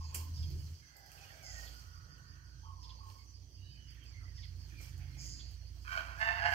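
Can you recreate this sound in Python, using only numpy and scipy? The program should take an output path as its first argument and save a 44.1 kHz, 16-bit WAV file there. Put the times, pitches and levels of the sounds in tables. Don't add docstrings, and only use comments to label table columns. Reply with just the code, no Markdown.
import sys
import numpy as np
from scipy import signal
from scipy.fft import rfft, irfft, next_fast_len
from scipy.io import wavfile
from scipy.ndimage import uniform_filter1d

SR = 44100
rng = np.random.default_rng(int(sys.argv[2]) if len(sys.argv) > 2 else 0)


def linear_from_db(decibels):
    return 10 ** (np.asarray(decibels, float) / 20)


def bounce(signal):
    frames = np.transpose(np.atleast_2d(signal))
    limited = np.clip(frames, -1, 1)
    pcm = np.round(limited * 32767).astype(np.int16)
    wavfile.write(sys.argv[1], SR, pcm)


N = 288414
PORT_GAP = 13


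def evened(x):
    return x / np.sqrt(np.mean(x ** 2) + 1e-20)


def read(points, hz):
    f, value = np.transpose(points)
    return np.interp(np.log(hz + 1), np.log(f + 1), value)


def curves(rows):
    s, *columns = np.transpose(rows)
    t = np.arange(s[0], s[-1], 1 / SR)
    return s[0], [np.interp(t, s, column) for column in columns]


def whole(rows):
    s, *columns = np.transpose(rows)
    return [np.interp(np.arange(N) / SR, s, column) for column in columns]


def add(mix, s, sound):
    part = mix[..., max(round(s * SR), 0):][..., :sound.shape[-1]]
    part += sound[..., :part.shape[-1]]


def wander(count, hz):
    smoother = np.poly([np.exp(-2 * np.pi * hz / SR)] * 2)
    return evened(signal.lfilter([1], smoother, rng.standard_normal(count + 8000))[8000:])


def colour(x, points):
    size = next_fast_len(x.shape[-1] + 2048)
    gain = linear_from_db(read(points, np.fft.rfftfreq(size, 1 / SR)))
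    return irfft(rfft(x, size) * gain, size)[..., :x.shape[-1]]


def sine(hz):
    return np.sin(2 * np.pi * np.cumsum(hz) / SR)


def fuzzy(hz, width):
    turn = 2 * np.pi * np.cumsum(hz) / SR
    return evened(wander(len(hz), width / 2) * np.cos(turn) + wander(len(hz), width / 2) * np.sin(turn))


def wash(points, patchy_db, size):
    # pitch_hz, likeness (0-1)
    likeness = [(60, 0.94), (200, 0.86), (500, 0.72), (1500, 0.082), (4000, 0.028), (15000, 0.041)]
    frames, hz = 4 * N // size + 5, np.fft.rfftfreq(size, 1 / SR)
    a, b, c, d, patches = rng.standard_normal((frames, len(hz), 5)).T
    patches = evened(uniform_filter1d(uniform_filter1d(patches, size=12, axis=0), size=10, axis=1))
    same = np.clip(read(likeness, hz), 0, 1)[:, None]
    right = a + 1j * b
    early = np.exp(2j * np.pi * hz * PORT_GAP / SR)[:, None]
    left = same * right * early + np.sqrt(1 - same ** 2) * (c + 1j * d)
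    z = np.array([left, right]) * linear_from_db(read(points, hz)[:, None] + patchy_db * patches)
    return evened(signal.istft(z, nperseg=size, noverlap=3 * size // 4)[1][:, :N])


def pen(x, wet_db, t60):
    count = SR // 3
    taps = np.zeros((2, count))
    at = np.arange(200, count - 20, 20) + rng.integers(0, 20, (2, (count - 201) // 20))
    np.put_along_axis(taps, at, rng.choice([-1., 1.], at.shape), 1)
    taps *= linear_from_db(-60 * np.arange(count) / SR / t60)
    taps *= linear_from_db(wet_db) / np.linalg.norm(taps[0])
    taps[[0, 1], [0, PORT_GAP]] = 1
    return signal.oaconvolve(x * np.ones((2, 1)), taps, axes=1)[:, :N] / np.hypot(1, linear_from_db(wet_db))


def swells(rows):
    t, power = np.arange(N) / SR, 0
    for s, db, rise, fall in rows:
        power = power + linear_from_db(db - 20 * np.maximum((s - t) / rise, (t - s) / fall)) ** 2
    return np.sqrt(power)


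def surges(rows, dip_db):
    s = np.transpose(rows)[0]
    hz, db = whole(rows)
    place = np.interp(np.arange(N) / SR, s, np.arange(len(s)))
    return hz, db - dip_db * np.sin(np.pi * place) ** 2


def crow():
    # time_s, effort_db, pitch_hz
    syllables = [
        [(5.845, -62, 808), (5.88, -47.5, 770.3), (5.93, -40.5, 769.6), (6.0, -45.5, 775.4), (6.05, -50, 775.6),
         (6.1, -56, 795.5), (6.17, -54, 759)],
        [(6.155, -68, 790.5), (6.195, -45.5, 853.5), (6.225, -36.5, 873), (6.26, -38, 873.3), (6.3, -37, 886.6),
         (6.34, -40, 890), (6.4, -41.5, 880)],
        [(6.39, -46, 850), (6.43, -38, 843), (6.465, -34, 866), (6.5, -39.5, 840), (6.54, -32, 840)],
    ]
    # centre_hz, width_hz, level_db
    beaks = [
        [(610, 105, -11), (1133, 245, -1), (1424, 186, 3.5), (1890, 99, -5), (2330, 200, -10.5),
         (2720, 280, -8.5), (3180, 127, -12), (4200, 160, -16)],
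        [(685, 130, -35), (840, 400, -3.5), (1120, 233, -10), (1440, 390, 2), (1750, 160, 4.5),
         (2140, 220, 6.5), (2700, 90, -4), (2840, 230, -5), (3080, 270, -16), (3630, 170, -4),
         (4760, 320, -12.5)],
        [(691, 61, -10), (840, 340, -3.5), (1120, 153, -6), (1520, 330, 1.5), (1690, 160, 4), (2070, 210, 4),
         (2250, 170, -6), (2740, 190, -8), (2900, 190, -1), (3100, 150, -8), (4760, 470, -14)],
    ]
    # pitch_hz, level_db
    throat = [(400, -31), (560, -35), (1500, -10.5), (3200, -18.5), (3600, -13.5), (6000, -28), (9000, -42),
              (15000, -60)]
    # second_membrane_hz, hoarseness at start and at end (0-1), chest_start_db, chest_settled_db
    membranes = [
        (680, .4, .62, -21, 4),
        (685, .22, .5, -5, -1),
        (688, .48, .6, 2, 1),
    ]
    out, grid = np.zeros(N), np.arange(300, 16000, 10.)
    for rows, beak, (second_hz, fresh, tired, early_db, late_db) in zip(syllables, beaks, membranes):
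        s, (effort_db, hz) = curves(rows)
        count = len(hz)
        t = np.arange(count) / SR
        hoarse = np.clip(np.linspace(fresh, tired, count), 0, 1)
        chest_db = late_db + (early_db - late_db) * np.exp(-(t / .08) ** 2)
        first = 2 * np.pi * np.cumsum(hz * (1 + .024 * wander(count, 45))) / SR
        second = 2 * np.pi * np.cumsum(second_hz * (1 + .027 * wander(count, 58.5))) / SR
        harmonics = sum(np.cos(k * first) for k in range(1, 14))
        pulses = harmonics * (1 + 1.05 * np.cos(second)) + 1.32 * np.cos(second)
        breath = (1 + np.cos(first)) * rng.standard_normal(count)
        drive = (1 - hoarse) * evened(pulses) + hoarse * evened(breath)
        drive = drive * linear_from_db(3.0 * wander(count, 55))

        def through_beak(opening):
            gain = linear_from_db(read(throat, grid))
            for f, width, db in beak:
                gain = gain + linear_from_db(db) / (1 + abs(2 * (grid - opening * f) / width) ** 3)
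            return colour(drive, np.c_[grid, 20 * np.log10(gain)])

        shut, ajar = through_beak(.94), through_beak(1)
        closing = np.clip(np.exp(-(t / .04) ** 2) + .3 * (wander(count, 12) - .6), 0, 1)
        voice = np.sqrt(closing) * shut + np.sqrt(1 - closing) * ajar
        chest = colour(voice, [(950, 0), (1050, -60)])
        add(out, s, linear_from_db(effort_db) * evened(voice + (linear_from_db(chest_db) - 1) * chest))
    return linear_from_db(7.0) * pen(out, wet_db=-4, t60=0.33)


def scold():
    # start_s, length_s, buzz_db, upper_resonance_db
    buzzes = [
        (0, 0.12, -61, -67),
        (0.327, 0.23, -58.5, -88),
        (1.417, 0.37, -59, -59),
        (2.799, 0.21, -62, -96),
        (4.335, .19, -61.5, -102),
        (5.163, 0.42, -58, -55),
    ]
    # start_s, peak_db, pitch_hz
    chips = [(.365, -49, 3430), (0.418, -42.5, 3240), (1.66, -42.5, 3280), (2.83, -46, 3420),
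             (2.885, -42, 3320), (4.367, -50, 3327), (4.419, -43.5, 3300), (5.389, -42.5, 3277)]
    out = np.zeros(N)
    for s, length, buzz_db, upper_db in buzzes:
        t = np.arange(0, length, 1 / SR)
        flat = np.ones(len(t))
        rise_db = -10 * np.maximum(1 - t / .034, 0)
        low_db = buzz_db + rise_db - 9.5 * (t / length) ** 2
        high_db = upper_db + rise_db - 9.5 * np.maximum(1 - t / .15, 0)
        high_db = high_db - 102 * np.maximum(t - .091, 0)
        buzz = 1 + .6 * np.cos(2 * np.pi * np.cumsum(180 * (1 + .1 * wander(len(t), 30))) / SR)
        sag = 5080 - 650 * (t / length) ** 2
        low = fuzzy(sag, 550) + 0.91 * fuzzy(sag + 450 - 1400 * t / length, 1400)
        high = fuzzy(7150 * flat, 720) + 1.6 * fuzzy(6500 * flat, 700)
        bands = linear_from_db(low_db) * low + linear_from_db(high_db) * high
        add(out, s, bands * buzz * signal.windows.tukey(len(t), .15))
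    u = np.linspace(0, 1, round(0.0332 * SR))
    for s, db, hz in chips:
        chip = sine(hz * (1 + .16 * (1 - u) ** 2)) + .7 * fuzzy(1.12 * hz + 0 * u, 700)
        add(out, s, linear_from_db(db - 6.0) * chip * np.sin(np.pi * u))
    return linear_from_db(3) * pen(out, wet_db=-4, t60=.15)


def whistles():
    # time_s, level_db, pitch_hz
    songs = [
        [(1.31, -71, 2300), (1.36, -75, 2250), (1.402, -70, 2350), (1.43, -65.5, 2260), (1.46, -66.5, 2080),
         (1.528, -63, 1925), (1.575, -61, 1852), (1.6, -59, 1863), (1.614, -78, 1875), (1.635, -58, 1867),
         (1.7, -77, 1980)],
        [(3.57, -78, 2720), (3.62, -72, 2870), (3.75, -71.5, 3020), (3.83, -71, 2960), (3.92, -75, 2913)],
        [(4.04, -75, 2860), (4.09, -83, 2360), (4.15, -65.5, 2136), (4.2, -71, 2082), (4.34, -72.5, 1840)],
        [(3.6, -80, 3790), (3.66, -63, 3920), (3.74, -68, 3800)],
        [(1.285, -72, 2080), (1.3, -64, 1845), (1.32, -66, 1750), (1.345, -72, 1710)],
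    ]
    purity = [1.1, .7, .5, .6, .9]
    # start_s, first_pitch_hz, level_db, left_minus_right_db
    cheeps = [(3.9, 3420, -70, -6), (3.91, 2010, -74, -2), (4.034, 2900, -73, -6), (3.96, 2032, -71, -9),
              (4.268, 2194, -69, -1), (4.373, 2114, -66.5, -15), (4.426, 2300, -65.5, -17),
              (4.698, 2630, -71.5, -6), (4.78, 2463, -65.5, -6)]
    # start_s, length_s, first_pitch_hz, level_db, left_minus_right_db
    level_notes = [(0, 0.2, 2650, -76, -2), (0.597, 0.03, 3010, -74, -5), (2.628, 0.1, 3264, -75, -11),
                   (3.171, .08, 2250, -76.5, -1), (4.049, .07, 7710, -81, -1),
                   (1.156, 0.12, 2630, -68.5, 8), (1.233, .1, 2940, -70.5, 0),
                   (3.992, 0.057, 3257, -68.5, -4), (4.201, 0.066, 1365, -71, -8),
                   (4.706, 0.22, 2450, -68.5, 8), (4.718, 0.033, 1830, -67, 2), (4.969, 0.12, 780, -75, -4),
                   (4.98, 0.36, 2200, -73.5, -3), (5.123, 0.15, 2480, -74, 0), (5.164, 0.052, 2290, -66, 3),
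                   (3.59, 0.31, 1750, -78.5, 6), (3.68, 0.16, 2610, -81, -6)]
    out = np.zeros((2, N))

    def tone(hz, clean, width):
        return clean * sine(hz) + (1 - .7 * clean) * fuzzy(hz, width)

    calls = [(s, .035, hz, db, pan_db, .84, .95) for s, hz, db, pan_db in cheeps]
    calls += [tuple(row) + (.93, .6) for row in level_notes]
    for s, length, first_hz, db, pan_db, fall, clean in calls:
        hz = first_hz * np.linspace(1, fall, round(length * SR))
        ports = linear_from_db([[db + pan_db], [db]])
        add(out, s, ports * tone(hz, clean, 230) * signal.windows.tukey(len(hz), .5))
    for rows, clean in zip(songs, purity):
        s, (db, hz) = curves(rows)
        add(out, s, linear_from_db([db, db]) * tone(hz, clean, 200) * signal.windows.tukey(len(hz), .1))
    return linear_from_db(9.0) * pen(out, wet_db=-7, t60=.19)


def rustle():
    # peak_s, level_db, rise_s, fall_s (times for 20 dB)
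    stirs = [(.15, -51.5, 0.0043, 0.027), (.165, -61, 0.049, 0.17), (.22, -68, .05, 0.12),
             (.27, -75, 0.23, 0.85), (.66, -69.5, 1, 0.34), (1.18, -68.5, 0.25, 1),
             (1.62, -63.5, 0.16, 0.34), (1.82, -72.5, 0.55, 0.18), (3.1, -70, 0.1, 0.21),
             (4.7, -75, 0.41, 0.32), (4.83, -63, 0.066, 0.16), (5.26, -68, 0.22, 0.14),
             (5.52, -73.5, 0.061, 0.12), (5.96, -65.5, 0.28, 0.3), (6.2, -68, .06, 0.74),
             (6.54, -61, 0.15, 0.077)]
    # pitch_hz, level_db (per Hz)
    leaf_tint = [(2500, -2.5), (4000, 6.5), (5500, 3.5), (7500, -2.5), (9300, -5), (10300, -12.5),
                 (11500, -7), (13000, -2.5), (15500, -8)]
    # peak_s, level_db, rise_s, fall_s (times for 20 dB)
    flaps = [
        (0, -76, 0.39, 3.7),
        (1.25, -68.5, 0.2, 1.25),
        (1.6, -68, 0.96, 0.26),
        (3.0, -81, 1, 1.4),
        (3.9, -71, 0.16, 1.94),
        (5.0, -68.5, 0.95, 1.51),
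    ]
    clicks = linear_from_db(0.7 * np.minimum(rng.exponential(1, N), 5))
    crackle = clicks * (rng.random(N) < 900 / SR) * rng.choice([-1, 1], N)
    grains = evened(colour(pen(crackle, wet_db=49.0, t60=0.022), leaf_tint))
    litter = evened(wash(leaf_tint, patchy_db=3.0, size=256) + 0.7 * grains)
    leaves = linear_from_db(11.5) * np.hypot(swells(stirs), linear_from_db(-84)) * litter
    feather_tint = [(700, -32), (1500, -2.5), (2300, -2.5), (3200, -6.0), (3450, 5.0), (6000, -47)]
    return leaves + linear_from_db(7.0) * swells(flaps) * wash(feather_tint, patchy_db=3.0, size=512)


def wingbeats():
    # start_s, length_s, level_db
    puffs = [
        (0.139, 0.076, -59.5),
        (0.259, 0.11, -73),
        (0.429, 0.21, -60.5),
        (0.618, 0.19, -70),
    ]
    out = np.zeros(N)
    for s, length, db in puffs:
        noise = rng.standard_normal(round(length * SR))
        puff = colour(noise, [(150, -39), (230, 1), (400, -1.5), (650, -41), (1200, -46)])
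        add(out, s, linear_from_db(db) * evened(puff) * np.hanning(len(puff)))
    return out


def snaps():
    # start_s, peak_db, knock_db
    twig = [
        (.143, -40, -44),
        (.1457, -28, -32),
        (.1488, -29, -34),
    ]
    # start_s, peak_db, knock_db
    pecks = [(0.5037, -49.5, -52), (0.967, -45.5, -105), (1.062, -54, -80), (1.1172, -47, -49.5),
             (1.429, -50, -53), (1.5873, -54, -61), (2.18, -63, -56), (2.83, -61, -55), (3.102, -65, -50.5),
             (3.9058, -77, -49.5), (3.9463, -62, -52), (4.039, -60, -52), (4.814, -45, -52),
             (4.9785, -52.5, -86), (5.5103, -54, -62)]
    out, t = np.zeros(N), np.arange(round(.1 * SR)) / SR
    shape = (np.exp(-t / 0.00086) + 0.029 * np.exp(-t / 0.055)) * (1 - np.exp(-t / 0.00045))
    for s, db, low_db in list(twig) + list(pecks):
        crack, knock = rng.standard_normal((2, len(t))) * shape
        crack = colour(crack, [(3000, -10.0), (5000, -4.5), (7500, 0.5), (10500, -7.0), (13000, 0.5), (16000, -3.0)])
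        knock = colour(knock, [(200, 5.0), (1000, -34.0), (2600, 12.5), (3200, 13.5), (3800, -9.0)])
        add(out, s, linear_from_db(db + 9) * crack / abs(crack).max())
        add(out, s, linear_from_db(low_db + 3.0) * knock / abs(knock).max())
    return pen(out, wet_db=-1, t60=.2)


def far_calls():
    # start_s, length_s, level_db, drift_db, first_pitch_hz, last_pitch_hz
    cocks = [(.79, .75, -72.5, 4, 1670, 1560), (1.5, .6, -71.5, 0.5, 1520, 1410),
             (2.06, .6, -70.5, -4.5, 1430, 1560), (.8, .5, -72.5, -4, 2130, 1940),
             (1.62, .9, -79, 5, 1900, 1830), (1.7, .8, -80, -3.5, 1160, 1110)]
    # start_s, length_s, level_db, drift_db, first_pitch_hz, last_pitch_hz
    goose = [
        (.9, 0.59, -69.5, -4.5, 795, 785),
        (1.38, 0.412, -65, -14, 785, 750),
        (1.27, 0.513, -69, -6, 660, 680),
    ]
    # start_s, length_s, level_db, pitch_hz
    hen = [(0, 0.075, -61, 1102), (0.117, 0.19, -62, 1098), (0.325, 0.17, -76.5, 1046),
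           (2.643, 0.11, -59, 1144), (2.774, 0.094, -64.5, 1053), (2.864, 0.1076, -64.5, 1082),
           (2.997, 0.14, -61.5, 1121), (3.149, 0.053, -67.5, 1117), (3.221, 0.096, -78.5, 1153)]
    out = np.zeros(N)
    clucks = [(s, length, db, -4.5, hz, hz - 75.2) for s, length, db, hz in hen]
    lows = [(s - .018, length, db - 6, -6, 890, 890) for s, length, db, hz in hen]
    # rows, ratio of second line, its share, width in Hz, edge, pure tone, throb
    kinds = [(cocks, .93, .7, 110, .15, .25, 0), (goose, .9, .9, 70, .35, .3, 0),
             (clucks, 1.04, .4, 55, .2, 1.7, .6), (lows, 1.07, .6, 50, .2, .7, .6)]
    for rows, ratio, share, width, edge, clean, throb in kinds:
        for s, length, db, drift_db, first_hz, last_hz in rows:
            u = np.linspace(0, 1, round(length * SR))
            hz = first_hz + (last_hz - first_hz) * u ** .7
            pair = clean * sine(hz) + fuzzy(hz, width) + share * fuzzy(ratio * hz, 3.5 * width)
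            pair = pair * (1 - throb * np.cos(2 * np.pi * 29 * length * u))
            add(out, s, linear_from_db(db + drift_db * u) * evened(pair) * signal.windows.tukey(len(u), edge))
    return linear_from_db(6.0) * pen(out, wet_db=-2, t60=.3)


def crickets():
    # first_s, last_s, level_db
    bouts = [(.03, .04, -63), (.2, .4, -65), (.55, .75, -61.5), (.91, 1.5, -67), (1.73, 2.35, -62.5),
             (2.44, 3.1, -68.5), (3.15, 4.7, -62), (5.45, 6.45, -64.5)]
    out, t = np.zeros(N), np.arange(round(.095 * SR)) / SR
    for first_s, last_s, db in bouts:
        for s in np.arange(first_s, last_s, .1785):
            trill = .85 * np.sin(2 * np.pi * 4850 * t) + .7 * fuzzy(4845 + 0 * t, 90)
            trill = trill * (1 + .45 * np.cos(2 * np.pi * 135 * t))
            add(out, s, linear_from_db(db) * trill * signal.windows.tukey(len(t), .4))
    swell_db = 2 * wander(N, 4)
    chorus = np.array([linear_from_db(-73.5 + swell_db) * fuzzy(np.full(N, 5950.), 450) +
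                       linear_from_db(-89.0 - swell_db / 2) * fuzzy(np.full(N, 4400.), 380) for port in range(2)])
    return pen(out, wet_db=-5, t60=.14) + colour(chorus, [(3900, -30), (4150, 0)])


def stalling_engine():
    # time_s, firing_hz, level_db
    firing = [(-.06, 79, -25), (.06, 79.6, -42.5), (.195, 81.3, -42), (.335, 81.6, -39.5), (.43, 80, -38.5),
              (.562, 79, -40), (.648, 77.8, -42.5), (.735, 82, -43.5), (.85, 78.5, -40)]
    hz, db = surges(firing, dip_db=5)
    db = db - 452 * np.maximum(np.arange(N) / SR - .745, 0)
    engine = sine(hz) + .1 * sine(hz / 2) + .046 * sine(hz * 3 / 2)
    engine = np.sqrt(2) * engine + .2 * fuzzy(hz, 20)
    return linear_from_db([db + 8.0, db + 0.34]) * engine


def distant_engines():
    # time_s, firing_hz, level_db
    steady = [(.8, 64, -72), (1.44, 58.5, -63.5), (1.55, 58.6, -50), (2.19, 58.5, -62), (2.93, 58.6, -51),
              (3.16, 61.8, -60), (4.6, 58.5, -50), (6.54, 58.8, -50)]
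    # time_s, firing_hz, level_db
    surging = [(.8, 85.6, -92), (1.25, 90, -62), (1.53, 89.6, -55), (1.97, 86.44, -53.5),
               (2.33, 86.5, -56.5), (2.72, 87.8, -51), (3.1, 94.5, -53.5), (3.39, 93.2, -55),
               (3.62, 92.3, -52.5), (3.9, 90, -62), (4.22, 90.2, -48), (4.55, 87.6, -47.5),
               (5.0, 86.2, -47.5), (5.62, 87.7, -52), (6.45, 88.7, -50.5), (7, 88.3, -25)]
    # pitch_hz, level_db
    orders = [(44, -98), (111, -63), (134, -61), (156, -66), (245, -80.5)]
    # time_s, level_db
    rumble = [(0, -58), (.54, -53.5), (.95, -69), (1.62, -63.5), (1.97, -65), (3.92, -63.5), (4.81, -59),
              (5.26, -54.5), (5.61, -63.5), (6.54, -58)]
    # pitch_hz, level_db (per Hz)
    roar_tint = [(18, -39), (32, -30), (45, -5.5), (83, -1), (114, -5), (165, -17), (210, -27), (400, -73)]
    # pitch_hz, level_db (per Hz)
    hiss_tint = [(120, -8), (190, 0), (300, 7), (450, -13), (700, -21), (1000, -23.5)]
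    drone_hz, drone_db = whole(steady)
    truck_hz, truck_db = surges(surging, dip_db=11.5)
    [roar_db] = whole(rumble)
    drone = linear_from_db(drone_db + 3.0) * (np.sqrt(2) * sine(drone_hz) + 0.06 * fuzzy(drone_hz, 9.2))
    truck = linear_from_db(truck_db + 3.0) * (np.sqrt(2) * sine(truck_hz) + 0.13 * fuzzy(truck_hz, 2.9))
    pump = np.zeros(N)
    for hz, db in orders:
        pump += linear_from_db(db + 57.5 + 3.3 * wander(N, 1.66)) * np.sqrt(2) * sine(np.full(N, hz))
    roar = linear_from_db(roar_db) * (pump + linear_from_db(7.0) * wash(roar_tint, patchy_db=3.5, size=4096))
    hiss = linear_from_db(roar_db - 9.5) * wash(hiss_tint, patchy_db=2.5, size=2048)
    return roar + drone + truck + hiss


def open_air():
    # pitch_hz, level_db (per Hz)
    air_tint = [(180, -45), (300, -6.5), (742, -11), (1190, -12.5), (1360, -31), (2790, -11.5), (3590, -5),
                (4100, -2.5), (4770, -1), (5280, -9.5), (6030, -3), (7260, -23), (9490, -21.5),
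                (10700, -52), (15200, -43), (16500, -27)]
    return linear_from_db(-68 + 4.5) * wash(air_tint, patchy_db=3.5, size=1024)


def scene():
    birds = crow() + scold() + whistles() + far_calls()
    litter = rustle() + wingbeats() + snaps()
    return birds + litter + crickets() + stalling_engine() + distant_engines() + open_air()


def low_pass(x):
    return signal.sosfilt(signal.butter(12, 16880, fs=SR, output="sos"), x)


def record(dry):
    # pitch_hz, level_db
    left_shade = [(60, -9), (380, -4.5), (700, -5), (1290, -6.5), (2380, -15.5), (4400, -6.5), (8100, -5.5),
                  (15000, -7.5)]
    ports = np.array([colour(dry[0], left_shade), dry[1]])
    ports = colour(ports, [(3250, 0), (3450, -12), (4000, -12), (4250, 0)])
    ports = colour(ports, [(15780, 0), (15840, -70)])
    return low_pass(ports)


dry = scene()
out = record(dry)
bounce(out)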